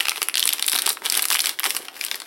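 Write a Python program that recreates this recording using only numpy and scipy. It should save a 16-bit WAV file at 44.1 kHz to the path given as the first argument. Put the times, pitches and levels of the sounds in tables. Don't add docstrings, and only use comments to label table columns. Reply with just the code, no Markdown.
import sys
import numpy as np
from scipy import signal
from scipy.fft import rfft, irfft, next_fast_len
from scipy.io import wavfile

SR = 44100
rng = np.random.default_rng(int(sys.argv[2]) if len(sys.argv) > 2 else 0)


def unload_audio(sound):
    columns = np.transpose(np.atleast_2d(sound))
    steps = np.round(np.clip(columns, -1, 1) * 32767)
    wavfile.write(sys.argv[1], SR, steps.astype(np.int16))


N = 99710
SNAP_WINDOW_S = 0.004


def amp(db):
    return 10 ** (np.asarray(db) / 20)


def unit(x):
    return x / np.sqrt(np.mean(x ** 2) + 1e-20)


def along(points, hz):
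    freqs, values = np.transpose(points)
    return np.interp(np.log(hz + 1), np.log(freqs + 1), values)


def curve(points):
    return np.interp(np.arange(N) / SR, *np.transpose(points))


def coloured(x, points, shape=lambda hz: 1):
    n = x.shape[-1]
    m = 2 * next_fast_len(n)
    hz = np.fft.rfftfreq(m, 1 / SR)
    cepstrum = irfft(np.log(amp(along(points, hz))), m)
    cepstrum[1:m // 2] *= 2
    cepstrum[m // 2 + 1:] = 0
    return irfft(rfft(x, m) * np.exp(rfft(cepstrum)) * shape(hz), m)[..., :n]


def fade(t, t60):
    return np.exp(-np.log(1000) * t / t60)


def add(out, start_s, sound, pan_db=0):
    i = max(round(start_s * SR), 0)
    part = sound[:max(N - i, 0)]
    out[:, i:i + len(part)] += amp([[pan_db / 2], [-pan_db / 2]]) * part


def sized(x, db, window_s):
    return amp(db) * x * np.sqrt(window_s * SR / (np.sum(x ** 2) + 1e-20))


def room_tone(mid_db=-51.5, side_db=-64):
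    # (frequency [Hz], level [dB])
    colour = [(25, -28), (70, -19), (130, -7), (200, -11), (320, 7.5), (450, 4), (800, 0.5), (1600, -7),
              (4000, -39), (15000, -12)]
    mid, side = unit(coloured(rng.standard_normal((2, N)), colour)) * amp([[mid_db], [side_db]])
    return np.array([mid + side, mid - side])


def reflections(x, early_db=-16.5, early_t60=0.068, tail_db=-14, side_db=-16.5):
    # (frequency [Hz], t60 [s])
    decay = [(150, 0.73), (1000, 0.24), (4000, 0.26), (10000, 0.21), (16000, 0.068)]
    hz, frame_s, noise = signal.stft(rng.standard_normal((2, SR // 2)), SR, nperseg=256)
    tail = signal.istft(noise * fade(frame_s, along(decay, hz)[:, None]), SR, nperseg=256)[1]
    t = np.arange(tail.shape[1]) / SR
    tail *= 1 - np.exp(-t / 0.0031)
    early = rng.standard_normal(tail.shape) * fade(t, early_t60) * (t > 0.0015)
    response = amp(tail_db) * tail / np.linalg.norm(tail[0])
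    response += amp(early_db) * early / np.linalg.norm(early[0])
    mid, side = signal.fftconvolve(x.mean(0)[None], response, axes=1)[:, :N] * amp([[0], [side_db]])
    return np.array([mid + side, mid - side])


def moving_reflections(x, positions=6):
    place = np.linspace(0, positions - 1, N)
    return sum(reflections(x * np.sqrt(np.maximum(1 - np.abs(place - k), 0))) for k in range(positions))


def fingertip_rub(peak_s=1.906, swell_s=0.07, centre_hz=740, half_width_hz=50, db=-52):
    t, hz = np.arange(N) / SR, np.fft.rfftfreq(N, 1 / SR)
    band = irfft(rfft(rng.standard_normal(N)) / (1 + ((hz - centre_hz) / half_width_hz) ** 2), N)
    return amp(db) * unit(band) * np.exp(-((t - peak_s) / swell_s) ** 2)


def thuds(events, colour, t60, window_s):
    out, t = np.zeros((2, N)), np.arange(SR // 8) / SR
    for start_s, db in events:
        push = coloured(rng.standard_normal(len(t)) * fade(t, t60), colour)
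        add(out, start_s, sized(push, db, window_s))
    return out


def battery_bumps():
    # (time [s], level [dB])
    bumps = [(.088, -60), (.488, -58), (.752, -56), (1.118, -61), (1.298, -53), (1.752, -62)]
    # (frequency [Hz], level [dB])
    colour = [(20, 0), (70, 1), (130, -3), (300, -43), (1000, -74)]
    return thuds(bumps, colour, t60=0.039, window_s=0.0044)


def bag_flaps():
    # (time [s], level [dB])
    flaps = [(.083, -36), (.179, -37), (.219, -32.5), (.455, -39.5), (.597, -38.5), (.733, -33),
             (.757, -31), (.866, -32.5), (.905, -35), (1.02, -35.5), (1.052, -34), (1.668, -28),
             (1.746, -34.5), (1.797, -35.5), (1.83, -40), (2.141, -40.5)]
    # (frequency [Hz], level [dB])
    colour = [(60, -34), (150, -12), (250, 3.5), (450, 10.5), (600, -2), (1000, 4.5), (2000, -12),
              (6000, -21)]
    return thuds(flaps, colour, t60=0.043, window_s=0.0038)


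def crackle(ticks_per_s=700, spread_db=5.5, grain_db=-3, slide_db=-7):
    # (time [s], crackle level [dB])
    effort = [(0, -28), (.11, -42), (.15, -36.5), (.25, -37), (.335, -58), (.36, -35), (.52, -34),
              (.62, -37), (.68, -36.5), (.76, -29), (.82, -37), (.88, -28.5), (.93, -26), (.96, -51),
              (1.03, -45), (1.055, -25.5), (1.09, -36), (1.17, -24.5), (1.27, -37.5), (1.33, -22.5),
              (1.38, -37), (1.43, -37), (1.447, -25.5), (1.465, -28.5), (1.485, -25), (1.56, -48),
              (1.625, -45), (1.65, -23.5), (1.72, -33.5), (1.77, -31), (1.81, -44), (1.85, -40.5),
              (1.92, -52.5), (1.96, -38.5), (2.0, -41), (2.045, -33.5), (2.1, -39), (2.15, -38),
              (2.19, -45), (2.26, -47)]
    # (frequency [Hz], level [dB])
    body_colour = [(40, -28), (100, -53), (260, -10), (560, -10.5), (900, -6), (1600, -3), (3300, -3.5),
                   (5400, -9), (6700, -16), (12000, -27.5)]
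    # (frequency [Hz], level [dB])
    fizz_colour = [(200, -60), (2000, -33), (5500, 1.5), (6700, -6.5), (8000, 1), (10400, 3.5),
                   (12500, 3.5), (14500, -8), (16000, -2.5)]
    # (time [s], fizz over body [dB])
    brightness = [(0, -1), (.3, 6), (.55, 0), (.75, 11), (.87, -9), (.93, 15), (1.03, -2.5), (1.2, 3),
                  (1.35, 7), (1.5, -1), (1.66, 9), (1.73, 6.5), (1.84, 0), (1.91, -5.5), (2.05, 5.5),
                  (2.15, 0.5), (2.26, -2)]
    t = np.arange(SR // 100) / SR
    fires = rng.random(N) < ticks_per_s / SR
    ticks = fires * amp(spread_db * np.minimum(rng.standard_normal(N), 2))
    tick_power = signal.fftconvolve(ticks ** 2, fade(t, t60=0.008) ** 2)[:N]
    grains = unit(np.sqrt(np.abs(tick_power)))
    envelope = np.hypot(amp(grain_db) * grains, amp(slide_db))
    body = unit(coloured(rng.standard_normal(N) * envelope, body_colour))
    fizz = unit(coloured(rng.standard_normal(N) * envelope, fizz_colour))
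    fizz_gain = amp(curve(brightness))
    return amp(curve(effort)) * (body + fizz_gain * fizz) / np.hypot(1, fizz_gain)


def taut_patches(cycles_to_t60=28):
    # (time [s], pitch [Hz], level [dB])
    tones = [(.0066, 1960, -18.5), (.0066, 2850, -20), (.0838, 2500, -22), (.118, 1245, -29),
             (.218, 1240, -27.5), (.218, 2820, -20), (.218, 4600, -25), (0.2861, 1400, -29),
             (.2859, 10700, -24.5), (.4034, 4300, -22), (.4276, 3100, -19.5), (.4551, 10300, -18),
             (.6256, 3530, -19.5), (1.5958, 13000, -20.5), (2.0114, 2370, -23), (2.0118, 3600, -24),
             (2.0123, 4800, -28), (2.114, 2250, -29.5), (2.115, 2780, -27), (2.114, 3630, -22.5),
             (2.114, 4930, -26)]
    out, t = np.zeros((2, N)), np.arange(SR // 32) / SR
    for start_s, hz, db in tones:
        swing = np.sin(2 * np.pi * hz * t) * fade(t, cycles_to_t60 / hz)
        add(out, start_s, sized(np.diff(swing), db, SNAP_WINDOW_S))
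    return out


def jolt(t60, flip_db=-5, shiver_db=-15, shiver_t60=0.026):
    t = np.arange(SR // 32) / SR
    flutter = rng.standard_normal(len(t)) * (fade(t, t60) + amp(shiver_db) * fade(t, shiver_t60))
    flip = np.arange(len(t)) == SR // 3000
    return flutter / np.linalg.norm(flutter) + amp(flip_db) * flip


def snaps(typical_t60=0.0045, pop_t60_ratio=2.26):
    # (time [s], ring level [dB], ring pitch [Hz], pop over ring [dB],
    # crack over ring [dB], t60 [s])
    creases = [(0.0065, -17.5, 2660, -17, -6.5, 0.0038), (0.0126, -33, 2520, 0, 4.5, 0.006),
               (0.0546, -19, 3180, -13, -13, 0.0049), (0.0696, -23.5, 1620, -9, -13, 0.0073),
               (0.0836, -16.5, 2900, -7, -5.5, 0.0074), (0.0944, -16, 4900, -32, -3, 0.0026),
               (0.1086, -30, 4050, -11, 1, 0.0044), (0.1178, -21, 2100, -6, -12, 0.0049),
               (0.1592, -27, 2560, -12, -4, 0.016), (0.1718, -28.5, 3160, -6, -20, 0.0059),
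               (0.1793, -27.5, 2440, -3.5, -6, 0.0063), (0.2178, -19.5, 2290, -9, -3, 0.019),
               (0.229, -22, 3440, -13, 5, 0.0023), (0.2857, -21.5, 2530, -9.5, 3, 0.0027),
               (0.297, -25.5, 2820, -18, -18, 0.0081), (0.3422, -18.5, 3400, -23, -15, 0.0042),
               (0.355, -16.5, 3130, -11, -6, 0.0027), (0.3716, -16.5, 3500, -30, -6, 0.0026),
               (0.3799, -17, 5300, -26, -7.5, 0.0031), (0.395, -18, 3940, -18, 0.5, 0.009),
               (0.4032, -23, 4290, -17, 0, 0.0062), (0.4275, -17, 3460, -25, -21, 0.0018),
               (0.4392, -25, 4440, -16, 0, 0.0058), (0.455, -23.5, 3500, -5.5, 5, 0.0025),
               (0.472, -32.5, 4320, -17, 14.5, 0.0095), (0.476, -17, 3500, -15.5, 1.5, 0.0073),
               (0.4908, -15.5, 3200, -23, -0.5, 0.0061), (0.5045, -24.5, 3720, -10, -5, 0.0038),
               (0.5276, -18.5, 3380, -27, -14, 0.0048), (0.5327, -21, 3220, -21, 6, 0.012),
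               (0.5827, -29.5, 2870, -9.5, -7, 0.008), (0.5951, -22, 3620, -9.5, -4.5, 0.01),
               (0.6253, -19, 3700, -12, 0.5, 0.005), (0.6435, -24.5, 3320, -14.5, -12, 0.0061),
               (0.665, -40, 4700, -23, 22, 0.0027), (0.6797, -17, 3970, -14.5, 1.5, 0.026),
               (0.6847, -17.5, 3900, -18.5, -1, 0.0041), (0.697, -27, 4280, -26, 7.5, 0.0036),
               (0.7183, -22, 4470, -12, 0.5, 0.0053), (0.725, -26, 4920, -9, 6.5, 0.0025),
               (0.731, -18, 3540, -10.5, -1.5, 0.021), (0.7449, -22, 4490, -19, -2, 0.0022),
               (0.7524, -25.5, 4300, 1.5, 3, 0.012), (0.7567, -21.5, 3700, -8, 1, 0.0089),
               (0.7615, -17, 3600, -7, -3, 0.0039), (0.7782, -22.5, 4250, -12, -4, 0.0056),
               (0.7878, -17.5, 3840, -9.5, -2, 0.0071), (0.7924, -19.5, 4420, -27, -6, 0.0045),
               (0.8204, -23, 4070, -31, 5.5, 0.0025), (0.861, -21.5, 3770, -20, 2, 0.0036),
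               (0.8652, -17.5, 3900, -13, 1, 0.0062), (0.876, -20.5, 3080, 0.5, 0, 0.0059),
               (0.8911, -19.5, 4300, -32, 6, 0.034), (0.9035, -19.5, 4330, -7.5, -9, 0.0077),
               (0.9707, -32.5, 1950, 3.5, -17, 0.0088), (1.0202, -35.5, 2120, 0.5, -13, 0.0041),
               (1.053, -24.5, 3300, -19, 0, 0.01), (1.0595, -19.5, 3450, -20, -3.5, 0.0043),
               (1.065, -19.5, 3400, -9, -16, 0.015), (1.0997, -15, 4870, -28, -4, 0.0032),
               (1.1231, -19.5, 4250, -17, 3.5, 0.0014), (1.1353, -28, 3360, -26, -7, 0.0084),
               (1.1426, -19.5, 3960, -29, -7, 0.0013), (1.1518, -20.5, 3810, -14, 0, 0.0073),
               (1.1708, -27, 4650, -23, 6.5, 0.011), (1.1743, -19.5, 4400, -16, 5, 0.0087),
               (1.1939, -17, 3970, -12.5, -6.5, 0.0067), (1.223, -30, 4450, -29, 14, 0.0028),
               (1.2268, -24.5, 4180, -10.5, 4, 0.0035), (1.2414, -24.5, 2640, -18, -3, 0.0022),
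               (1.2539, -23, 3900, -3, 6.5, 0.0035), (1.2849, -27, 4940, -21, 5, 0.002),
               (1.3031, -17, 4040, -8, -1, 0.0041), (1.3139, -21, 3300, 1.5, -2, 0.0043),
               (1.3204, -23, 3530, -13, -1, 0.0064), (1.3254, -22, 4370, -20, -1, 0.005),
               (1.331, -19.5, 3300, -26, -3, 0.0064), (1.3439, -17.5, 5500, -13, -3, 0.0092),
               (1.3522, -17.5, 2120, -7.5, -12, 0.0031), (1.358, -19, 3020, -12.5, -2, 0.0047),
               (1.3696, -21.5, 2790, -29, -10, 0.0035), (1.3874, -28, 2250, -9, 2, 0.0063),
               (1.3923, -16.5, 3340, -14, -2, 0.0052), (1.404, -15, 4500, -31, -13, 0.014),
               (1.4091, -32.5, 3060, -18, 11, 0.0027), (1.4184, -30.5, 4280, -22, 10, 0.0015),
               (1.4413, -23, 3430, -9, -16, 0.0086), (1.4581, -17, 4090, -23, -2, 0.0049),
               (1.47, -19, 2760, -19, -1, 0.0064), (1.493, -19, 3300, -14, -1.5, 0.0037),
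               (1.589, -24, 2270, -8.5, -21, 0.004), (1.5964, -28.5, 4800, -12, 5.5, 0.0014),
               (1.6017, -26.5, 2180, -3, -11, 0.0054), (1.6331, -21.5, 2660, -7, -15, 0.0029),
               (1.6416, -18.5, 3080, -6.5, -2.5, 0.0045), (1.654, -20, 2870, 0, -10, 0.019),
               (1.6616, -20.5, 2970, -3.5, -5, 0.0077), (1.6683, -27, 4080, -8, -13, 0.0072),
               (1.7055, -17, 3300, -14.5, -5, 0.0061), (1.7493, -27.5, 3540, -4.5, 1, 0.0037),
               (1.7656, -21, 3100, -11, 2, 0.0082), (1.853, -38.5, 4200, -12, -2, 0.004),
               (1.8836, -27.5, 2700, -4.5, -12, 0.011), (2.0116, -22.5, 3100, -12, -11, 0.0022),
               (2.0395, -24.5, 2730, -16, -5, 0.0073), (2.0489, -30, 4220, -16, 9.5, 0.0087),
               (2.0646, -26.5, 3030, -25, -4, 0.0074), (2.0836, -30.5, 3230, -13, -12, 0.0065),
               (2.114, -29, 5400, 0.5, -10, 0.008), (2.1442, -24, 3000, -24, -24, 0.0041),
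               (2.1558, -32, 4370, -15, 4.5, 0.01), (2.2017, -31, 3730, -12, -2, 0.0048),
               (2.2188, -32, 3800, -3.5, -7, 0.0092)]
    # (frequency [Hz], level [dB])
    ring_colour = [(100, -26), (500, -21.5), (1300, -6.5), (2000, 1.5), (4000, 0), (5600, -0.5),
                   (6700, -6.5), (10000, -1), (16000, -32)]
    # (frequency [Hz], level [dB])
    pop_colour = [(40, -58), (120, -31), (250, -23.5), (550, -16), (800, -1.5), (1200, 2.5), (1700, 0),
                  (3000, -9.5), (8000, -53.5)]
    # (frequency [Hz], level [dB])
    crack_colour = [(300, -56), (3000, -32), (5500, -6), (6700, -14), (7800, -3), (10400, 2), (12000, -1),
                    (14000, -9.5), (16000, -13.5)]
    out = np.zeros((2, N))
    for start_s, db, hz, pop_db, crack_db, t60 in creases:
        width_hz = 0.5 * hz * (typical_t60 / t60) ** 0.16
        resonance = lambda f: 1j * f * width_hz / (hz * hz - f * f + 1j * f * width_hz)
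        ring = sized(coloured(jolt(t60), ring_colour, resonance), db, SNAP_WINDOW_S)
        pop = sized(coloured(jolt(pop_t60_ratio * t60), pop_colour), db + pop_db, SNAP_WINDOW_S)
        crack = sized(coloured(jolt(t60), crack_colour), db + crack_db, SNAP_WINDOW_S)
        add(out, start_s, ring + pop + crack, pan_db=rng.standard_normal())
    return out


def scene():
    # (time [s], left over right [dB])
    position = [(0, 1), (1.85, 0.2), (2.01, 3.5)]
    # (frequency [Hz], side gain [dB])
    width = [(60, -5), (250, -26), (3000, -31), (5000, -21), (6600, -12), (8000, -16.5), (11500, -29),
             (15000, -32)]
    bag = snaps() + taut_patches() + crackle() + fingertip_rub() + bag_flaps() + battery_bumps()
    side = coloured(snaps().mean(0) + amp(-5) * crackle(), width)
    bag_in_room = bag + np.array([side, -side]) + moving_reflections(bag)
    pan_db = curve(position)
    return bag_in_room * amp([pan_db / 2, -pan_db / 2]) + room_tone()


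def record(dry, top_hz=15950):
    m = next_fast_len(N + SR // 2)
    passband = np.fft.rfftfreq(m, 1 / SR) < top_hz
    return irfft(rfft(np.clip(dry, -1, 1), m) * passband, m)[:, :N]


dry = scene()
out = record(dry)
unload_audio(out)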